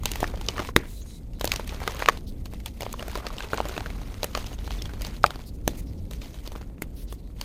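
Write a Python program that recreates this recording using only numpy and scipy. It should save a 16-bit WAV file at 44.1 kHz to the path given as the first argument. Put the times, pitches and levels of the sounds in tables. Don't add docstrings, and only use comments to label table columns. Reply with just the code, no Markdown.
import sys
import numpy as np
from scipy import signal
from scipy.fft import rfft, irfft, next_fast_len
from scipy.io import wavfile
from scipy.ndimage import uniform_filter1d, map_coordinates

SR = 44100
rng = np.random.default_rng(int(sys.argv[2]) if len(sys.argv) > 2 else 0)


def unload_audio(sound):
    columns = np.transpose(np.atleast_2d(sound))
    steps = np.round(np.clip(columns, -1, 1) * 32767)
    wavfile.write(sys.argv[1], SR, steps.astype(np.int16))


N = 328104

# (s, knock dB, knock pitch Hz, second mode Hz, knock t60 s, crack dB, chip pitch Hz, crack treble dB)
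SNAPS = [(.0344, -29, 1050, 664, 0.0097, -37, 6800, -36), (0.0566, -26, 3110, 820, 0.032, -13, 2880, -15), (0.1163, -18.5, 325, 2800, 0.0079, -20.5, 2920, -19.5),
         (0.157, -19.5, 880, 1940, 0.0098, -26.5, 2700, -27), (.2043, -20, 529, 930, 0.0068, -30, 5720, -27.5),
         (0.2293, -9, 703, 384, 0.012, -41, 3010, -33), (.242, -14.5, 1720, 1340, 0.008, -29, 2660, -45),
         (.2763, -55, 840, 2400, .02, -32, 2390, -39.5), (.3573, -51, 514, 1850, .02, -38, 3180, -57),
         (.3737, -33.5, 520, 330, 0.013, -36.5, 3160, -60), (.4634, -46, 825, 1210, .012, -36, 6400, -40), (0.339, -28.5, 540, 730, 0.029, -51, 2370, -59), (.4122, -32.5, 825, 332, .02, -31.5, 2230, -37),
         (0.486, -24, 2960, 400, 0.034, -11, 3000, -30), (0.58, -23, 1180, 1730, 0.022, -31, 2920, -50.5),
         (0.5932, -18, 1190, 624, 0.012, -32, 3060, -44.5), (.5977, -17, 308, 1120, .015, -49, 3420, -41.5),
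         (0.6893, -23, 1050, 520, 0.018, -40, 2720, -56), (0.7633, 8, 450, 1983, 0.0055, -8.5, 3820, -6.5),
         (1.3335, -48, 335, 590, .02, -49, 2830, -62), (1.3966, -58, 330, 724, .02, -41, 5300, -40),
         (1.4111, -16.5, 572, 990, 0.0091, -22, 3930, -24.5),
         (1.444, -13, 557, 338, 0.012, -26, 2520, -18.5), (1.4531, -36, 510, 2650, 0.032, -27, 4550, -19.5),
         (1.4754, -21, 552, 2520, 0.0097, -19, 2600, -25), (1.5183, -8, 2320, 860, 0.00355, -12, 2810, -19),
         (1.5362, -20.5, 2420, 1150, .01, -28, 2410, -27), (1.56, -40, 567, 1240, 0.019, -19, 5700, -27),
         (1.5964, -20, 568, 870, 0.011, -37, 2420, -38), (1.6756, -41, 1840, 1220, 0.018, -37, 2370, -32.5),
         (1.6927, -41, 2560, 790, .016, -29.5, 2420, -43.5), (1.7233, -30.5, 550, 860, 0.023, -45, 2980, -44), (1.745, -52, 330, 2660, .02, -39, 2730, -49),
         (1.803, -28, 1990, 840, .008, -39, 2370, -39),
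         (1.8176, -23, 770, 530, 0.012, -52, 2290, -45), (1.8766, -13, 1230, 486, 0.016, -18, 2050, -25.5),
         (1.8964, -26, 960, 510, 0.0097, -35, 3420, -47), (2.0182, -31, 860, 1290, 0.011, -35, 2330, -47),
         (1.9466, -28, 540, 1040, 0.017, -39, 6660, -35.5), (1.993, -36, 580, 330, .019, -35.5, 2970, -32),
         (2.0005, -30, 1580, 2520, 0.019, -37, 2750, -48),
         (2.0598, -6.5, 2400, 1710, 0.0034, -22, 2400, -34), (2.0797, -18, 1410, 2460, .006, -30, 2740, -51.5),
         (2.0864, 4, 1150, 1700, .011, -9, 2500, -17), (2.0953, -9, 1100, 1900, .009, -19, 2270, -30.5),
         (2.1736, -50, 3000, 1493, 0.0183, -36, 2954, -40.5), (2.4563, -46, 2680, 330, 0.0268, -34, 4340, -40),
         (2.536, -28, 336, 590, 0.0077, -41, 2620, -37), (2.602, -46, 333, 2220, 0.032, -44, 3250, -49),
         (2.66, -35.5, 890, 2420, 0.035, -25.5, 3420, -24.5),
         (2.8073, -15, 2100, 590, 0.0035, -33, 2380, -28), (2.8208, -27, 576, 2850, 0.022, -30, 3040, -33),
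         (2.8314, -26.5, 550, 760, 0.023, -30.5, 2450, -37), (2.9278, -25, 330, 2450, 0.0065, -32, 7000, -24.5),
         (2.9398, -22.5, 1040, 520, 0.015, -40, 2640, -50), (2.994, -28.5, 2830, 564, 0.017, -35, 3020, -38),
         (3.026, -22.5, 620, 1150, 0.013, -30, 2300, -38), (3.0815, -25.5, 680, 430, 0.015, -37, 3000, -31.5),
         (3.1146, -37, 1660, 330, .015, -36, 2910, -36.5),
         (3.1548, -19.5, 1004, 440, 0.023, -27, 4500, -32), (3.1745, -25, 563, 330, 0.016, -37, 2570, -34),
         (3.2669, -22.5, 527, 1220, 0.017, -22.5, 4570, -38), (3.202, -34, 1150, 380, .02, -46, 3000, -54), (3.2434, -35, 1070, 710, 0.018, -50, 2980, -57),
         (3.304, -27.5, 1130, 580, .014, -42, 3090, -54),
         (3.383, -18.5, 2830, 330, 0.0034, -29, 3740, -48),
         (3.405, -22, 1590, 2670, 0.012, -35, 2400, -52), (3.4332, -32, 540, 1260, 0.028, -36, 3370, -50),
         (3.4244, -48, 620, 2650, 0.018, -31.5, 3540, -46), (3.4427, -30.5, 420, 2600, 0.037, -39, 2870, -46),
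         (3.4866, -50, 840, 590, .02, -36, 3500, -55),
         (3.5329, -10, 1420, 474, 0.011, -29, 2870, -33), (3.5424, -19.5, 460, 780, 0.018, -31.5, 2310, -34),
         (3.575, -29, 940, 1500, .018, -24.5, 2860, -47), (3.5821, -17, 1040, 615, 0.011, -38, 2590, -44.5),
         (3.6035, -7, 820, 604, 0.0073, -30, 3020, -44), (3.6542, -26, 566, 330, 0.04, -33, 2620, -41),
         (3.686, -51, 440, 930, .017, -34, 7460, -32),
         (3.6934, -23, 362, 1300, .009, -37, 2520, -54), (3.7649, -23.5, 430, 2600, 0.013, -37, 2330, -44),
         (3.778, -19, 645, 344, 0.014, -25, 2700, -36), (3.8058, -23, 800, 1130, 0.014, -30, 2260, -53),
         (3.8603, -21.5, 1510, 553, 0.0082, -35, 3070, -56), (4.0158, -30, 327, 810, 0.012, -46, 4030, -62),
         (4.2314, -20, 570, 320, 0.014, -19.5, 4060, -25),
         (4.243, -22, 570, 760, 0.022, -20.5, 3080, -17), (4.3504, -14, 1160, 615, 0.014, -18, 2530, -35),
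         (4.3744, -18.5, 564, 760, 0.015, -25.5, 3030, -30), (4.4427, -34, 870, 600, 0.01, -36, 2990, -49), (4.465, -53, 1440, 2280, .02, -31.5, 5060, -44),
         (4.5295, -36.5, 328, 2990, 0.033, -37, 2930, -48), (4.5883, -38, 820, 330, 0.016, -40.5, 3620, -65),
         (4.677, -23, 860, 1300, 0.0095, -37, 2360, -58),
         (4.7068, -28, 756, 1380, 0.014, -31.5, 3280, -42), (4.724, -27, 330, 1000, 0.0055, -35, 3330, -46),
         (4.8212, -57, 330, 590, 0.018, -26, 5120, -34), (4.856, -44, 3200, 1690, 0.026, -31, 3350, -53),
         (4.8932, -37, 1530, 330, 0.025, -40, 2270, -58), (4.9356, -35, 328, 796, 0.021, -41, 3900, -51.5), (5.01, -35, 580, 1440, 0.033, -37, 2760, -42),
         (5.019, -38, 330, 530, 0.0091, -28, 4800, -28.5),
         (5.0482, -25, 1100, 354, 0.008, -26.5, 4500, -38), (5.0672, -38, 570, 830, 0.034, -34, 6200, -33),
         (5.1658, -36, 570, 330, 0.0074, -39.5, 4170, -57),
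         (5.2335, -52, 335, 3040, 0.017, -31, 5060, -47), (5.2412, 6.5, 1244, 810, 0.0075, -49, 2770, -25.5),
         (5.2493, -16.5, 606, 880, 0.017, -51, 2480, -54), (5.26, -42.5, 790, 1910, 0.02094, -34, 5090, -40),
         (5.2628, -26, 800, 1860, 0.015, -18, 2500, -30.5),
         (5.306, -20, 1390, 730, 0.0068, -30, 3760, -39), (5.3579, -28.5, 329.8, 667, 0.012, -37.5, 4400, -43),
         (5.3924, -38, 975, 650, .014, -52, 2220, -62),
         (5.6776, -9, 313, 528.6, 0.0082, -17, 6200, -14), (6.1108, -35.5, 510.1, 330, .03, -35.5, 3810, -34.5),
         (6.217, -36, 560, 2560, 0.017, -39, 2340, -55), (6.2578, -39, 327, 650, 0.019, -40, 4580, -52),
         (6.3429, -42, 332, 640, 0.028, -41, 3860, -54), (6.3872, -42, 328, 756, 0.016, -44, 3200, -63),
         (6.463, -50, 485, 1160, .02, -37.5, 4010, -55),
         (6.4754, -31, 335.5, 530, 0.017, -32.5, 4570, -35), (6.5192, -32, 550, 820, .0084, -38.5, 6130, -44),
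         (6.5536, -28, 1090, 720, .006, -44, 2440, -49), (6.6124, -35, 463, 820, .017, -46.5, 4500, -58),
         (6.5595, -25, 364.2, 1120, 0.0064, -40.5, 2400, -57), (6.8209, -15, 320, 2080, 0.0078, -28.5, 2240, -21),
         (7.1251, -27.5, 396, 1155, 0.013, -39, 3480, -35), (7.4127, -28.5, 582.9, 2770, 0.015, -23.5, 4405, -27.5)]
# (s, crumbs dB, powder dB)
WORK = [(0, -62, -66), (.06, -52, -46.5), (.23, -43.5, -47), (.39, -49.5, -64.5), (.42, -50.5, -53), (.55, -44, -50.5), (.6, -32, -45), (.69, -53, -49.5), (.715, -58, -81),
        (.755, -79, -66.5), (.79, -48, -54.5), (.85, -48.5, -59.5), (.9, -61, -58.5), (1.16, -66, -67.5), (1.2, -68, -70), (1.38, -69.5, -69), (1.45, -48, -51.5), (1.53, -40.5, -45), (1.64, -48.5, -52.5), (1.86, -41.5, -48.5),
        (2.05, -40, -46), (2.18, -47, -54.5), (2.221, -70, -66.5), (2.49, -66.5, -67), (2.54, -57, -55), (2.63, -68, -63.5), (2.669, -47, -46.5), (2.71, -65, -63.5), (2.79, -58.5, -60.5),
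        (2.82, -43.5, -50), (2.95, -57, -59), (3.01, -40.5, -47), (3.05, -50, -57.5), (3.155, -42, -46), (3.22, -43, -57), (3.38, -43.5, -51.5), (3.67, -42.5, -49), (3.89, -48, -56.5), (4.22, -53, -57),
        (4.32, -53, -54.5), (4.37, -41, -42.5), (4.57, -55, -59.5), (4.73, -47.5, -48), (4.96, -54, -61.5), (5.07, -47, -45), (5.12, -49, -56), (5.17, -53, -51), (5.2, -61.5, -62),
        (5.29, -49, -59.5), (5.41, -51.5, -56), (5.5, -69, -66), (5.64, -68.5, -72.5), (5.69, -59, -49), (5.75, -57, -59.5), (5.84, -68, -65),
        (6.09, -68.5, -65.5), (6.13, -61, -53.5), (6.19, -59, -58.5), (6.24, -54, -53), (6.3, -61, -59.5), (6.35, -55, -56), (6.42, -66, -64.5), (6.46, -50, -51), (6.51, -59, -68), (6.601, -53, -61), (6.68, -63, -73.5), (6.92, -65, -69), (7, -64, -67), (7.13, -60.5, -64.5), (7.18, -68, -70.5), (7.27, -70, -71.5), (7.33, -69, -70.5),
        (7.44, -50.5, -51.5)]
# (start s, length s, dB)
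RUB = [(.86, .19, -61), (1.05, .16, -61), (.95, .09, -63), (1.1, .07, -63), (1.33, .07, -63)]
RUB_MODE = (3950, 260)
CRUMBS = [(150, -38), (400, 5), (800, 0.5), (1500, -6), (2500, -10), (5000, -26.5), (10000, -87)]  # (Hz, dB per Hz)
POWDER = [(800, -48), (2000, 1), (3000, -3.5), (4500, -2), (6500, -6.5), (8000, -21), (14000, -48)]  # (Hz, dB per Hz)
DUST = [(3000, -46.5), (6000, -6), (8500, 1), (10500, -0.5), (13000, 0.5), (15300, 0.5), (15600, -41), (17000, -96)]  # (Hz, dB per Hz)
CRACK = [(600, -5.5), (1800, -12), (3000, 4.5), (5000, 0), (6600, -5), (8500, -10.5), (16000, -53)]  # (Hz, dB per Hz)
CRACK_TOP = [(3000, -41.5), (6500, 0.5), (9000, -2), (12500, -0.5), (15200, 0.5), (15800, -20), (17000, -36)]  # (Hz, dB per Hz)
RUMBLE = [(12, -23.5), (22, -3), (35, -4.5), (52, 0), (64, -6.5), (80, -11), (100, -10), (125, -16), (200, -17.5), (250, -18.5), (350, -25.5), (520, -32), (1500, -57), (2000, -93)]  # (Hz, dB per Hz)
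HISS = [(500, -15), (1500, -17.5), (4000, 0), (9000, -20), (15300, -2), (15600, -44.5)]  # (Hz, dB per Hz)
TUB = [(200, 0.34), (1000, 0.033), (3000, 0.03), (12000, 0.051)]  # (Hz, t60 s)
TOP_HZ = 16494
# (start s, length s, Hz, width Hz, level dB)
SCRAPES = [(0.835, 0.21, 10100, 9000, -54.5), (2.262, 0.054, 11000, 8150, -56.5), (5.452, 0.052, 11000, 8000, -55), (5.53, 0.042, 8000, 10000, -61.5), (4.52, .035, 8880, 9880, -57.5), (5.764, 0.053, 9500, 10900, -49.5),
           (6.938, 0.13, 10980, 7870, -54), (7.086, 0.072, 9890, 10000, -55), (0.757, 0.079, 1920, 700, -47), (.81, 0.086, 1900, 600, -56.5), (1.025, 0.19, 7870, 7040, -57), (1.046, 0.097, 6550, 275, -68), (1.004, 0.038, 6650, 800, -55), (0.98, 0.12, 2220, 600, -81),
           (1.11, 0.11, 2130, 181, -69), (2.26, 0.051, 4460, 2300, -52.5), (4.535, 0.017, 6440, 500, -53), (4.787, 0.018, 3520, 150, -45),
           (5.445, 0.065, 4660, 1205, -55), (5.766, 0.051, 2340, 700, -56.5), (5.857, .06, 4935, 1505, -61.5), (5.971, 0.034, 5010, 2590, -62), (6.21, 0.024, 4370, 3950, -50), (6.944, 0.11, 5200, 4500, -55),
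           (7.065, 0.08, 4500, 3000, -55.5), (7.175, 0.0355, 4300, 1190, -65), (7.224, .08, 4002, 690, -71)]
BODY = [(200, -27), (500, -3), (900, -2), (1600, -7), (2400, -9.5), (3500, -23.5), (8000, -50)]
PORT = (6600, 630, 2.5)
CRUSH_DB, CHIP_DB, CRACK_T60 = -5.5, 2.5, 0.0093
SMALL_KNOCK_DB, SMALL_CRACK_DB, SMALL_TREBLE_DB, SMALL_SPREAD_DB = 4.5, 5.5, -7, 2
SMALL_HZ, SMALL_OCTAVES, SMALL_CHIP_HZ, SMALL_T60 = 703, .7, 3300, 0.01
BUSY_DB = -59
DUST_DB, DUST_FOLLOWS, POWDER_MID_DB = -57.5, .65, -49
DEBRIS_DB, SPRAY_DB, DEBRIS_T60 = -51.5, -45, 0.12
RUMBLE_DB, RUMBLE_SWAY_DB = -35, 1.9
MID_SNAP_DB, DEBRIS_GROWS = -22.5, 0.51
THUD_DB, THUD_HZ, THUD_T60, THUD_FADES = -19, 152.2, 0.01, 0
CRUSH_FOLLOWS, FAINT_LASTS = 0.22, 0.064
CREAK, CREAK_S = .08, .002
CREAK_FADES = 0.66
SMALL_TOP_DB = -29


def amp(db):
    return 10 ** (np.asarray(db) / 20)


def unit(x):
    return x / np.sqrt(np.mean(x ** 2) + 1e-20)


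def along(points, hz):
    f, v = np.transpose(points)
    return np.interp(np.log(hz + 1), np.log(f + 1), v)


def curves(rows):
    s, *cols = np.transpose(rows)
    return [np.interp(np.arange(N) / SR, s, c) for c in cols]


def wobble(rate):
    return map_coordinates(rng.standard_normal(int(N * rate / SR) + 4), [np.arange(N) * rate / SR])


def filtered(x, response):
    m = next_fast_len(N + SR // 2)
    return irfft(rfft(x, m) * response(np.fft.rfftfreq(m, 1 / SR)), m)[..., :N]


def coloured(x, spectrum):
    grid = amp(along(spectrum, np.linspace(0, SR / 2, num=4096)))
    return filtered(x, lambda hz: amp(along(spectrum, hz))) / np.sqrt(np.mean(grid ** 2))


def laid(starts, shapes):
    at = np.round(starts * SR).astype(int)[:, None] + np.arange(shapes.shape[1])
    return np.bincount(at.ravel(), shapes.ravel(), N + shapes.shape[1])[:N]


def grit(count, spread_db, t60, share):
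    draw = rng.random((count, 2))
    t = np.arange(256) / SR
    size = amp(-spread_db * np.log(1 - .999 * draw[:, 1:]))
    bursts = laid(draw[:, 0] * N / SR, size * amp(-60 * t / t60) * rng.standard_normal((count, len(t))))
    share = np.clip(share, 0, 1)
    return np.sqrt(share) * unit(bursts) + np.sqrt(1 - share) * rng.standard_normal(N)


def snaps():
    s, knock_db, hz, second_hz, knock_t60, crack_db, chip_hz, top_db = np.vstack([SNAPS, small_snaps(count=300)]).T[:, :, None]
    lead = 256 / SR
    t = np.arange(2048) / SR - lead
    after = np.maximum(t, 0)
    knock_t60 = np.clip(knock_t60, .004, .03)
    crack_t60 = np.clip(CRACK_T60 * amp(FAINT_LASTS * (MID_SNAP_DB - crack_db)), .003, .04)
    ring = np.sin(2 * np.pi * hz * after) + 0.62 * np.sin(2 * np.pi * second_hz * after)
    ring += 0.17 * np.sin(2 * np.pi * np.sqrt(hz * second_hz) * after)
    push = (1 - np.exp(-after / 0.00033)) * amp(-60 * (after / knock_t60) ** 1.164)
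    knock = amp(knock_db) * push
    creak = CREAK * amp(np.minimum(CREAK_FADES * (MID_SNAP_DB - crack_db), 6)) * np.exp(np.minimum(t, 0) / CREAK_S) * (t < 0)
    burst = creak + (1 - np.exp(-after / 0.00044)) * amp(-60 * after / crack_t60)
    noise = rng.standard_normal((len(s), 3, len(t))).transpose(1, 0, 2)
    click = 1.54 * np.exp(-((t - .0003) * SR) ** 2)
    chip = amp(crack_db + CHIP_DB) * burst * np.sin(2 * np.pi * chip_hz * after)
    thud = amp(knock_db + THUD_DB + THUD_FADES * np.log2(hz / THUD_HZ) - 60 * after / THUD_T60) * np.sin(2 * np.pi * THUD_HZ * after)
    s = s[:, 0] - lead
    crush = coloured(laid(s, amp(CRUSH_DB + CRUSH_FOLLOWS * (crack_db - knock_db)) * knock * noise[2]), BODY)
    crack = coloured(laid(s, amp(crack_db) * (burst * noise[0] + click)), CRACK)
    top = coloured(laid(s, amp(top_db) * burst * noise[1]), CRACK_TOP)
    return crush + laid(s, chip - knock * ring - thud) + crack + top


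def crumbling():
    crumbs_db, powder_db = curves(WORK)
    rolling = np.hypot(amp(crumbs_db), debris(column=1, db=DEBRIS_DB))
    pouring = np.hypot(amp(powder_db), debris(column=5, db=SPRAY_DB))
    rising = amp(DUST_DB) * (pouring / amp(POWDER_MID_DB)) ** DUST_FOLLOWS
    grip = 0.98 * wobble(30) + 2.0 * wobble(80)
    grains = grit(count=5500, spread_db=4.0, t60=0.0014, share=0.45)
    crumbs = coloured(0.63 * grains + 0.75 * grit(count=2500, spread_db=8.0, t60=0.01, share=.7), CRUMBS)
    powder = coloured(patchy(grains, depth_db=2.5), POWDER)
    crumbs = 0.73 * crumbs + 0.5 * chips(count=1500, centre_hz=1290, octaves=.45, cycles=1.0, spread_db=1.5)
    powder = 0.64 * powder + .5 * chips(count=2500, centre_hz=3880, octaves=0.28, cycles=3.5, spread_db=2.0)
    dust = coloured(patchy(.5 * grains + 0.93 * rng.standard_normal(N), depth_db=1.5), DUST)
    return amp(grip) * (rolling * crumbs + pouring * powder + rising * dust)


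def rubbing():
    tone = unit(filtered(rng.standard_normal(N), resonance(*RUB_MODE)))
    level = np.zeros(N)
    for s, length, db in RUB:
        level[round(s * SR):][:round(length * SR)] += amp(db) * signal.windows.tukey(round(length * SR), .5)
    out = level * amp(1.9 * wobble(40)) * tone
    grainy = grit(count=6000, spread_db=1.5, t60=0.0046, share=.2)
    for s, length, hz, width, db in SCRAPES:
        piece = grainy[round(s * SR):][:round(length * SR)]
        band = signal.sosfilt(signal.butter(2, [hz - width / 2, hz + width / 2], "band", fs=SR, output="sos"), piece)
        out[round(s * SR):][:len(piece)] += amp(db) * unit(band) * signal.windows.tukey(len(piece), .6)
    return out


def room_floor():
    rumble = amp(RUMBLE_DB + RUMBLE_SWAY_DB * wobble(2.6)) * coloured(rng.standard_normal(N), RUMBLE)
    return rumble + amp(-83) * coloured(rng.standard_normal(N), HISS)


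def tub(x):
    hz, t, z = signal.stft(rng.standard_normal(SR // 4), SR, nperseg=128)
    tail = signal.istft(z * amp(-60 * t / along(TUB, hz)[:, None]), SR, nperseg=128)[1]
    return signal.fftconvolve(np.pad(x, (150, 0)), tail / np.linalg.norm(tail))[:N]


def resonance(hz, width):
    return lambda f: 1j * f * width / (hz ** 2 - f * f + 1j * f * width)


def patchy(x, depth_db):
    z = signal.stft(x, nperseg=256)[2]
    field = uniform_filter1d(uniform_filter1d(rng.standard_normal(z.shape), size=6, axis=0), size=8, axis=1)
    return signal.istft(z * amp(depth_db * unit(field)), nperseg=256)[1][:N]


def chips(count, centre_hz, octaves, cycles, spread_db):
    draw = rng.random((count, 2))
    hz = centre_hz * 2 ** (octaves * np.clip(rng.standard_normal((count, 1)), -2, 2))
    turns = hz * np.arange(400) / SR
    size = amp(-spread_db * np.log(1 - .998 * draw[:, 1:]))
    return unit(laid(draw[:, 0] * N / SR, size * np.exp(-turns / cycles) * np.sin(2 * np.pi * turns)))


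def small_snaps(count):
    s = rng.random((count, 2))
    g = np.clip(rng.standard_normal((count, 5)), -2, 2)
    t, crumbs_db, powder_db = np.transpose(WORK)
    when = s[:, 0] * (N / SR - .05)
    size_db = -SMALL_SPREAD_DB * np.log(1 - .93 * s[:, 1])
    idle_db = 6 * np.minimum(np.interp(when, t, crumbs_db) - BUSY_DB, 0)
    knock = np.interp(when, t, crumbs_db) + SMALL_KNOCK_DB + idle_db + size_db + 2.3 * g[:, 0]
    crack = np.interp(when, t, powder_db) + SMALL_CRACK_DB + idle_db + size_db
    knock, crack = np.minimum(knock, SMALL_TOP_DB), np.minimum(crack, SMALL_TOP_DB)
    hz, second = SMALL_HZ * 2 ** (SMALL_OCTAVES * g[:, 1:3].T)
    return np.c_[when, knock, hz, second, np.full(count, SMALL_T60), crack, SMALL_CHIP_HZ * 2 ** (.3 * g[:, 3]),
                 crack + SMALL_TREBLE_DB + 4 * g[:, 4]]


def debris(column, db):
    rows = np.array(SNAPS)
    t = np.arange(SR // 4) / SR
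    shed_db = db + DEBRIS_GROWS * (rows[:, [column]] - MID_SNAP_DB)
    return np.sqrt(laid(rows[:, 0], amp(shed_db - 60 * t / DEBRIS_T60) ** 2))


def scene():
    breaks = snaps()
    return (breaks + amp(-20.5) * tub(breaks) + crumbling() + rubbing() + room_floor())[None]


def record(dry):
    hz, width, db = PORT
    heard = filtered(dry, lambda f: 1 + (amp(db) - 1) * resonance(hz, width)(f))
    clipped = heard / (1 + np.abs(heard) ** 8) ** (1 / 8)
    return filtered(clipped, lambda f: f < TOP_HZ)


dry = scene()
out = record(dry)
unload_audio(out)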